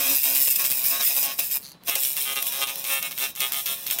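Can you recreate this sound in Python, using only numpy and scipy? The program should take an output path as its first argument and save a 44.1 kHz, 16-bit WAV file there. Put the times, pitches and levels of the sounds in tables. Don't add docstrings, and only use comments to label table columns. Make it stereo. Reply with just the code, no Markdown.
import sys
import numpy as np
from scipy import signal
from scipy.fft import rfft, irfft
from scipy.io import wavfile
from scipy.ndimage import map_coordinates

SR = 44100
rng = np.random.default_rng(int(sys.argv[2]) if len(sys.argv) > 2 else 0)


def dump_mix(stems):
    frames = np.atleast_2d(stems).T
    limited = np.clip(frames, -1, 1)
    pcm = np.round(limited * 32767).astype(np.int16)
    wavfile.write(sys.argv[1], SR, pcm)


N = 176400
T = np.arange(N) / SR
HZ = np.fft.rfftfreq(N, 1 / SR)
SWEEP_HZ = 136.92

# time in seconds, level in dB.
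SIZZLE_LEVEL = [(0, -24), (.03, -24.5), (.1, -20), (.15, -20.5), (.18, -24.5), (.229, -25), (.24, -20),
                (.26, -19), (.31, -21.5), (.34, -23.5), (.365, -20), (.4, -24.5), (.415, -19.5), (.45, -22),
                (.465, -23.5), (.48, -21), (.497, -27), (.51, -18.5), (.55, -27), (.562, -16), (.577, -27),
                (.595, -22), (.62, -21.5), (.635, -26.5), (.66, -18), (.69, -27.5), (.71, -22),
                (.745, -26.5), (.78, -24), (.83, -26.5), (.865, -22), (.89, -25), (.94, -26), (.975, -26),
                (.99, -26.5), (1.01, -20.5), (1.09, -22), (1.14, -27), (1.17, -22.5), (1.26, -25),
                (1.285, -34.5), (1.33, -33), (1.37, -42), (1.385, -33), (1.395, -19), (1.41, -26),
                (1.45, -24.5), (1.498, -32.5), (1.515, -23.5), (1.57, -27), (1.597, -50.5), (1.7, -49),
                (1.76, -85), (1.83, -72), (1.852, -45.5), (1.875, -30), (1.895, -26), (1.945, -31.5),
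                (1.965, -28), (2.0, -26), (2.08, -26.5), (2.155, -31), (2.19, -27), (2.23, -26),
                (2.28, -31), (2.325, -30), (2.35, -37.5), (2.41, -31.5), (2.46, -30), (2.48, -23),
                (2.51, -31), (2.6, -31.5), (2.665, -35), (2.7, -36), (2.75, -36.5), (2.79, -31.5),
                (2.83, -38), (2.88, -30), (2.93, -26), (3.0, -31), (3.018, -36.5), (3.06, -29.5),
                (3.11, -40.5), (3.17, -37.5), (3.22, -27.5), (3.265, -31.5), (3.31, -36), (3.34, -58),
                (3.37, -45), (3.4, -33), (3.425, -31.5), (3.48, -29.5), (3.515, -41), (3.57, -28),
                (3.61, -32), (3.652, -39), (3.68, -32), (3.73, -28.5), (3.77, -36.5), (3.85, -37),
                (3.9, -37), (3.93, -25.5), (3.98, -37), (4, -35)]
# time in seconds, share of the edge.
EDGE_SHARE = [(1.6, 0.071), (2.3, 1)]
# frequency in Hz, level in dB.
SPIT_TONE = [(300, -11.5), (1200, -13.5), (3000, 0), (4600, -4.5), (5700, -2.5), (7000, -4.5), (9000, 0.5),
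             (11000, -5), (13000, 6), (15500, -0.5)]


def amp(db):
    return 10 ** (np.asarray(db) / 20)


def curve(points):
    return np.interp(T, *np.transpose(points))


def unit(x):
    return x / np.sqrt(np.mean(x ** 2) + 1e-20)


def band_unit(x, lo_hz, hi_hz):
    band = irfft(rfft(x) * ((HZ > lo_hz) & (HZ < hi_hz)), N)
    return x / np.sqrt(np.mean(band ** 2) + 1e-20)


def colour(x, points, size=4096):
    table_hz, db = np.transpose(points)
    hz = abs(np.fft.fftfreq(size, 1 / SR))
    log_gain = np.log(amp(np.interp(np.log(hz + 1), np.log(table_hz + 1), db)) + 1e-6)
    taps = np.fft.ifft(np.exp(np.conj(signal.hilbert(log_gain)))).real[:size // 2]
    return signal.oaconvolve(x, taps / np.linalg.norm(taps))[:N]


def cut_lows(x, hz, order=2):
    return signal.sosfilt(signal.butter(order, hz, "high", fs=SR, output="sos"), x)


def wander(rate_hz):
    return unit(irfft(rfft(rng.standard_normal(N)) * np.exp(-(HZ / rate_hz) ** 2), N))


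def add(mix, start_s, sound):
    part = mix[max(round(start_s * SR), 0):][:len(sound)]
    part += sound[:len(part)]


def scatter(x, decay_s):
    t = T[:SR // 4]
    taps = rng.standard_normal(len(t)) * np.exp(-t / decay_s) * (1 - np.exp(-t / 0.003))
    return signal.oaconvolve(x, taps / np.linalg.norm(taps))[:len(x)]


def coating(change_s, places):
    thickness = rng.standard_normal((1000, places))
    beam_place = T * SWEEP_HZ % 1 * places
    return unit(map_coordinates(thickness, [T / change_s, beam_place], order=3, mode="grid-wrap"))


def valve_echoes(x, drift_s=0.000128, drift_hz=6.2):
    # delay in seconds, gain.
    faces = [(.00065, 0.11), (.0013, -0.5), (.0021, 0.59)]
    echoes = np.zeros(N)
    for delay, gain in faces:
        lag = SR * (delay + drift_s * wander(drift_hz))
        echoes += gain * map_coordinates(x, [np.arange(N) - lag], order=3)
    return x + echoes


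def sizzle(patch_db=4.0, grain_db=-0.5, flicker_db=0.43):
    # frequency in Hz, level in dB.
    face_tone = [(900, -37), (1600, -17.5), (2200, -11.5), (2500, -5), (2800, -10), (3050, -16.5),
                 (3800, -11), (4100, -19.5), (4500, -14), (5100, -3), (5600, -10), (6500, -11.5),
                 (7800, -5), (9700, -6), (12000, -2.5), (13700, 2.5), (14700, 3.5), (15700, -1)]
    edge_tone = [(900, -23), (1600, -9.5), (1950, -14.5), (2220, -5), (2450, -8.5), (2700, -5.5), (3500, 1),
                 (4100, -4.5), (4800, -12.5), (5450, 0), (6300, -7), (7200, -4.5), (8100, -2.5), (8900, 3),
                 (9700, -5), (11200, 3.5), (12200, 3), (13200, 5), (14300, 2.5), (15600, 5.5)]
    burst_db = patch_db * coating(0.06, places=9) + grain_db * wander(2550) + flicker_db * wander(40)
    bursts = valve_echoes(cut_lows(rng.standard_normal(N) * amp(burst_db), hz=1710))
    face, edge = (band_unit(colour(bursts, tone), 9000, 16000) for tone in (face_tone, edge_tone))
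    share = curve(EDGE_SHARE)
    return amp(curve(SIZZLE_LEVEL)) * ((1 - share) * face + share * edge)


def crackle(per_second=70, spread_db=3, decay_s=0.00027):
    sizes = amp(spread_db * np.minimum(rng.exponential(1, N), 3))
    kicks = sizes * (rng.random(N) < per_second / SR)
    fades = signal.lfilter([1], [1, -np.exp(-1 / (SR * decay_s))], kicks)
    return colour(fades * rng.standard_normal(N) * amp(curve(SIZZLE_LEVEL)), SPIT_TONE)


def plume(roughness=0.53, patch_db=3.0, face_db=-1, edge_db=-5):
    # time in seconds, level in dB.
    push_level = [(0.0, -39.5), (0.13, -39.5), (0.22, -59.5), (0.26, -39.5), (0.43, -48.5), (0.47, -56),
                  (0.48, -36.5), (0.5, -57), (0.58, -54.5), (0.6, -36), (0.7, -52.5), (0.89, -49),
                  (0.93, -37.5), (0.99, -43.5), (1.01, -30.5), (1.05, -55), (1.11, -40), (1.15, -53.5),
                  (1.18, -39), (1.2, -50), (1.26, -41), (1.32, -42), (1.35, -58), (1.38, -63.5),
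                  (1.39, -35), (1.49, -61.5), (1.57, -43), (1.59, -67), (1.86, -60), (1.89, -31),
                  (1.95, -63), (1.96, -33), (2.0, -46), (2.12, -53), (2.33, -43), (2.35, -63),
                  (2.37, -45.5), (2.48, -45.5), (2.64, -38), (2.66, -72), (2.67, -45), (2.81, -46.5),
                  (2.93, -38), (2.99, -53), (3.01, -58), (3.05, -39.5), (3.09, -51.5), (3.16, -55.5),
                  (3.24, -36), (3.34, -62), (3.43, -39), (3.51, -45.5), (3.56, -41.5), (3.62, -51),
                  (3.71, -48), (3.78, -53), (3.88, -48.5), (3.91, -44), (3.98, -47.5), (4.0, -39)]
    off_valve_dip = [(1.58, 0.5), (1.61, -43), (1.84, -27), (1.865, 0)]
    # frequency in Hz, level in dB.
    buzz_tone = [(120, -35.5), (200, -0.5), (274, -4), (410, -7), (548, 2), (684, 1.5), (820, 0), (1095, 1),
                 (1330, -7.5), (1800, -2), (2200, -10), (2480, 9.5), (2900, -1.5), (3400, -8), (3850, 7.5),
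                 (4400, -12.5), (5150, 3), (6500, -1.5), (9000, -25.5), (15000, -28)]
    push = coating(0.09, places=320) + roughness * rng.standard_normal(N)
    push *= amp(patch_db * coating(0.065, places=8))
    buzz = band_unit(colour(cut_lows(push, hz=190), buzz_tone), 230, 1090)
    place_db = face_db + (edge_db - face_db) * curve(EDGE_SHARE)
    return buzz * amp(curve(push_level) + curve(off_valve_dip) + place_db)


def flame():
    # time in seconds, level in dB.
    hum_level = [(0, -39), (.04, -51), (.11, -39), (.16, -51), (.21, -84), (.26, -49), (.33, -46),
                 (.42, -51), (.5, -88)]
    hum = np.sqrt(2) * np.sin(4 * np.pi * SWEEP_HZ * T + 0.3 * wander(23))
    return amp(curve(hum_level)) * hum * (T < hum_level[-1][0])


def fan(rush_db=-55, sway_db=2.0, whine_hz=4027, whine_db=-68):
    # frequency in Hz, level in dB.
    rush_tone = [(20, -27.5), (60, -16), (110, -10), (170, -4), (300, -12), (600, -15), (1000, -15.5),
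                 (2000, -21.5), (4200, -22.5), (6000, -34), (15000, -41.5)]
    rush = unit(colour(rng.standard_normal(N), rush_tone)) * amp(rush_db + sway_db * wander(36))
    return rush + amp(whine_db) * np.sqrt(2) * np.sin(2 * np.pi * whine_hz * T)


def flares(rise_s=0.0065, fall_s=0.012, spit_s=0.00038, spit_fade_s=0.047):
    # start and length in seconds, puff and spit levels in dB,
    # delay of the return stroke in seconds, ring of the puffs in Hz.
    thick_spots = [(.003, 0.067, -33, -31, 0.0012, 2580), (.352, 0.035, -40.5, -27.5, 0.0011, 2530),
                   (0.642, 0.028, -38, -27, 0.0013, 2500), (.7015, 0.028, -42, -23.5, 0.0011, 2500),
                   (0.845, 0.029, -55, -28.5, 0.00124, 2500), (0.914, 0.048, -37, -42, 0.00091, 990),
                   (1.01, 0.023, -31.5, -46, 0.00058, 2530), (1.229, 0.087, -37, -25, .0028, 3020),
                   (1.8738, 0.04, -32.5, -29, .0012, 2800), (1.9065, 0.03, -29, -42, 0.0024, 2870),
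                   (2.1667, 0.018, -31, -26, .0011, 2780), (2.253, .08, -30, -36, 0.0025, 2850),
                   (2.3574, 0.027, -25.5, -28, .0025, 2880), (2.522, 0.072, -37, -30, .0024, 2880),
                   (2.6088, 0.029, -23, -25, .0025, 3040), (2.6708, 0.033, -32.5, -28, 0.0026, 3070),
                   (2.8415, 0.13, -35, -27.5, 0.0026, 2270), (2.8988, 0.084, -28, -38, 0.0022, 2540),
                   (3.015, 0.053, -31.5, -49.5, 0.0032, 2500), (3.1103, .008, -38.5, -29.5, 0.0023, 2350),
                   (3.177, 0.075, -36, -29.5, 0.002, 3400), (3.202, 0.059, -30.5, -33, .0022, 2580),
                   (3.36, 0.06, -42, -33.5, .0023, 3650), (3.4042, 0.048, -25.5, -24, 0.0024, 3060),
                   (3.5202, 0.077, -34, -25.5, .0023, 3300), (3.6593, 0.077, -33, -25, 0.003, 3150),
                   (3.866, 0.021, -43, -27.5, .0023, 3450), (3.9, 0.019, -33.5, -26.5, 0.0028, 3380),
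                   (3.987, 0.022, -28.5, -22.5, 0.002, 3420)]
    # frequency in Hz, level in dB.
    puff_tone = [(200, -31), (410, -7.5), (680, -2), (950, -7), (1220, 1.5), (1400, 3), (1650, -7.5),
                 (1790, 2), (1930, -5.5), (2200, 0.5), (2600, 0), (2900, -2.5), (3250, 0), (3700, 0),
                 (4100, -4), (4700, -20), (6000, -23.5), (9000, -1.5), (15000, -23)]
    out_gain, ring_gain, uneven_db, jitter_s = 0.73, 1.8, 1.5, 0.000008
    puffs, spits = np.zeros(N), np.zeros(N)
    t = T[:256]
    scale = np.sqrt(SR / SWEEP_HZ / (1 + out_gain ** 2))
    for start, length, puff_db, spit_db, return_s, ring_hz in thick_spots:
        train = np.zeros(SR // 4)
        for age in np.arange(22) / SWEEP_HZ:
            burn = scale * np.exp(-max(age - length, 0) / fall_s)
            swell = 1 - np.exp(-(age + 0.5 / SWEEP_HZ) / rise_s)
            for delay, gain in ((0, out_gain), (return_s, 1)):
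                at = abs(age + delay + jitter_s * rng.standard_normal())
                size = burn * gain * amp(uneven_db * rng.standard_normal())
                between_samples = at * SR - round(at * SR)
                pulse = np.sinc(np.arange(-8, 9) - between_samples) * np.hanning(17)
                add(train, at, size * swell * pulse)
                spit = rng.standard_normal(len(t)) * np.exp(-t / spit_s)
                spit /= np.linalg.norm(spit)
                add(spits, start + at, size * amp(spit_db) * np.exp(-age / spit_fade_s) * spit)
        train += amp(-10) * scatter(train, decay_s=0.015)
        ring = signal.lfilter(*signal.iirpeak(ring_hz, Q=3.5, fs=SR), train)
        add(puffs, start, amp(puff_db) * (train + ring_gain * ring) / (1 + ring_gain / 2))
    return cut_lows(colour(puffs, puff_tone) + colour(spits, SPIT_TONE), hz=218)


def snaps():
    # start in seconds, level in dB, fade time in seconds.
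    cracks_and_ticks = [(0.2335, -20.5, 0.0046), (0.4748, -17, 0.0027), (0.5034, -34, 0.0031),
                        (0.561, -36, 0.0044), (0.589, -25, 0.0026), (0.6435, -29, .005),
                        (1.0101, -31, .003), (1.3916, -23, 0.0044), (1.511, -31, 0.0052),
                        (1.718, -33.5, 0.0017), (1.8362, -36, 0.0012), (1.896, -13, .002),
                        (1.954, -13.5, 0.0052), (2.0339, -15.5, 0.0027), (2.4249, -16.5, 0.0031),
                        (2.4681, -17, 0.0024), (2.6379, -33, 0.00092), (2.7574, -14.5, 0.0011),
                        (3.027, -17.5, .003), (3.3525, -26, 0.0012), (3.8642, -31, .002),
                        (3.5346, -15, 0.0017), (3.9108, -9.5, 0.0012)]
    cracks, t = np.zeros(N), T[:1200]
    for start, db, decay in cracks_and_ticks:
        add(cracks, start, amp(db) * rng.standard_normal(len(t)) * np.exp(-t / decay))
    return cut_lows(colour(cracks, SPIT_TONE), hz=1500, order=1)


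def graze(tick_s=0.0019):
    # time in seconds, level in dB.
    tick_level = [(1.62, -58), (1.635, -46), (1.655, -39.5), (1.69, -46), (1.73, -52), (1.77, -76)]
    # frequency in Hz, level in dB.
    tick_tone = [(500, -24), (2500, -15), (3600, -10), (4450, 6), (5200, -11), (6500, -3), (7700, -21),
                 (9000, -12), (11000, -6.5), (12500, -20), (15000, -22)]
    ticks = rng.standard_normal(N) * np.exp(-(T % (1 / SWEEP_HZ)) / tick_s)
    grazing = (T > tick_level[0][0]) & (T < tick_level[-1][0])
    return unit(colour(ticks, tick_tone)) * amp(curve(tick_level)) * grazing


def scene(near_s=0.0013, near_db=-12.5, room_s=0.093, room_db=-21, width_db=-43.5):
    # delay in seconds, gain.
    close_echoes = [(.00092, 0.16), (.00185, 0.26)]
    bursts = flares() + snaps()
    echoes = sum(gain * np.interp(T - delay, T, bursts, left=0) for delay, gain in close_echoes)
    echoes += amp(near_db) * scatter(bursts, near_s)
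    work = bursts + echoes + sizzle() + crackle() + plume() + flame() + graze()
    room = amp(room_db) * scatter(work, room_s / np.log(1000))
    mid = work + room + fan()
    side = amp(width_db) * cut_lows(scatter(work, near_s), hz=4250, order=10)
    return np.array([mid + side, mid - side])


def record(dry):
    taps = signal.firwin(601, cutoff=15800, window=("kaiser", 9), fs=SR)
    return signal.oaconvolve(dry, taps[None], "same", axes=1)


dry = scene()
out = record(dry)
dump_mix(out)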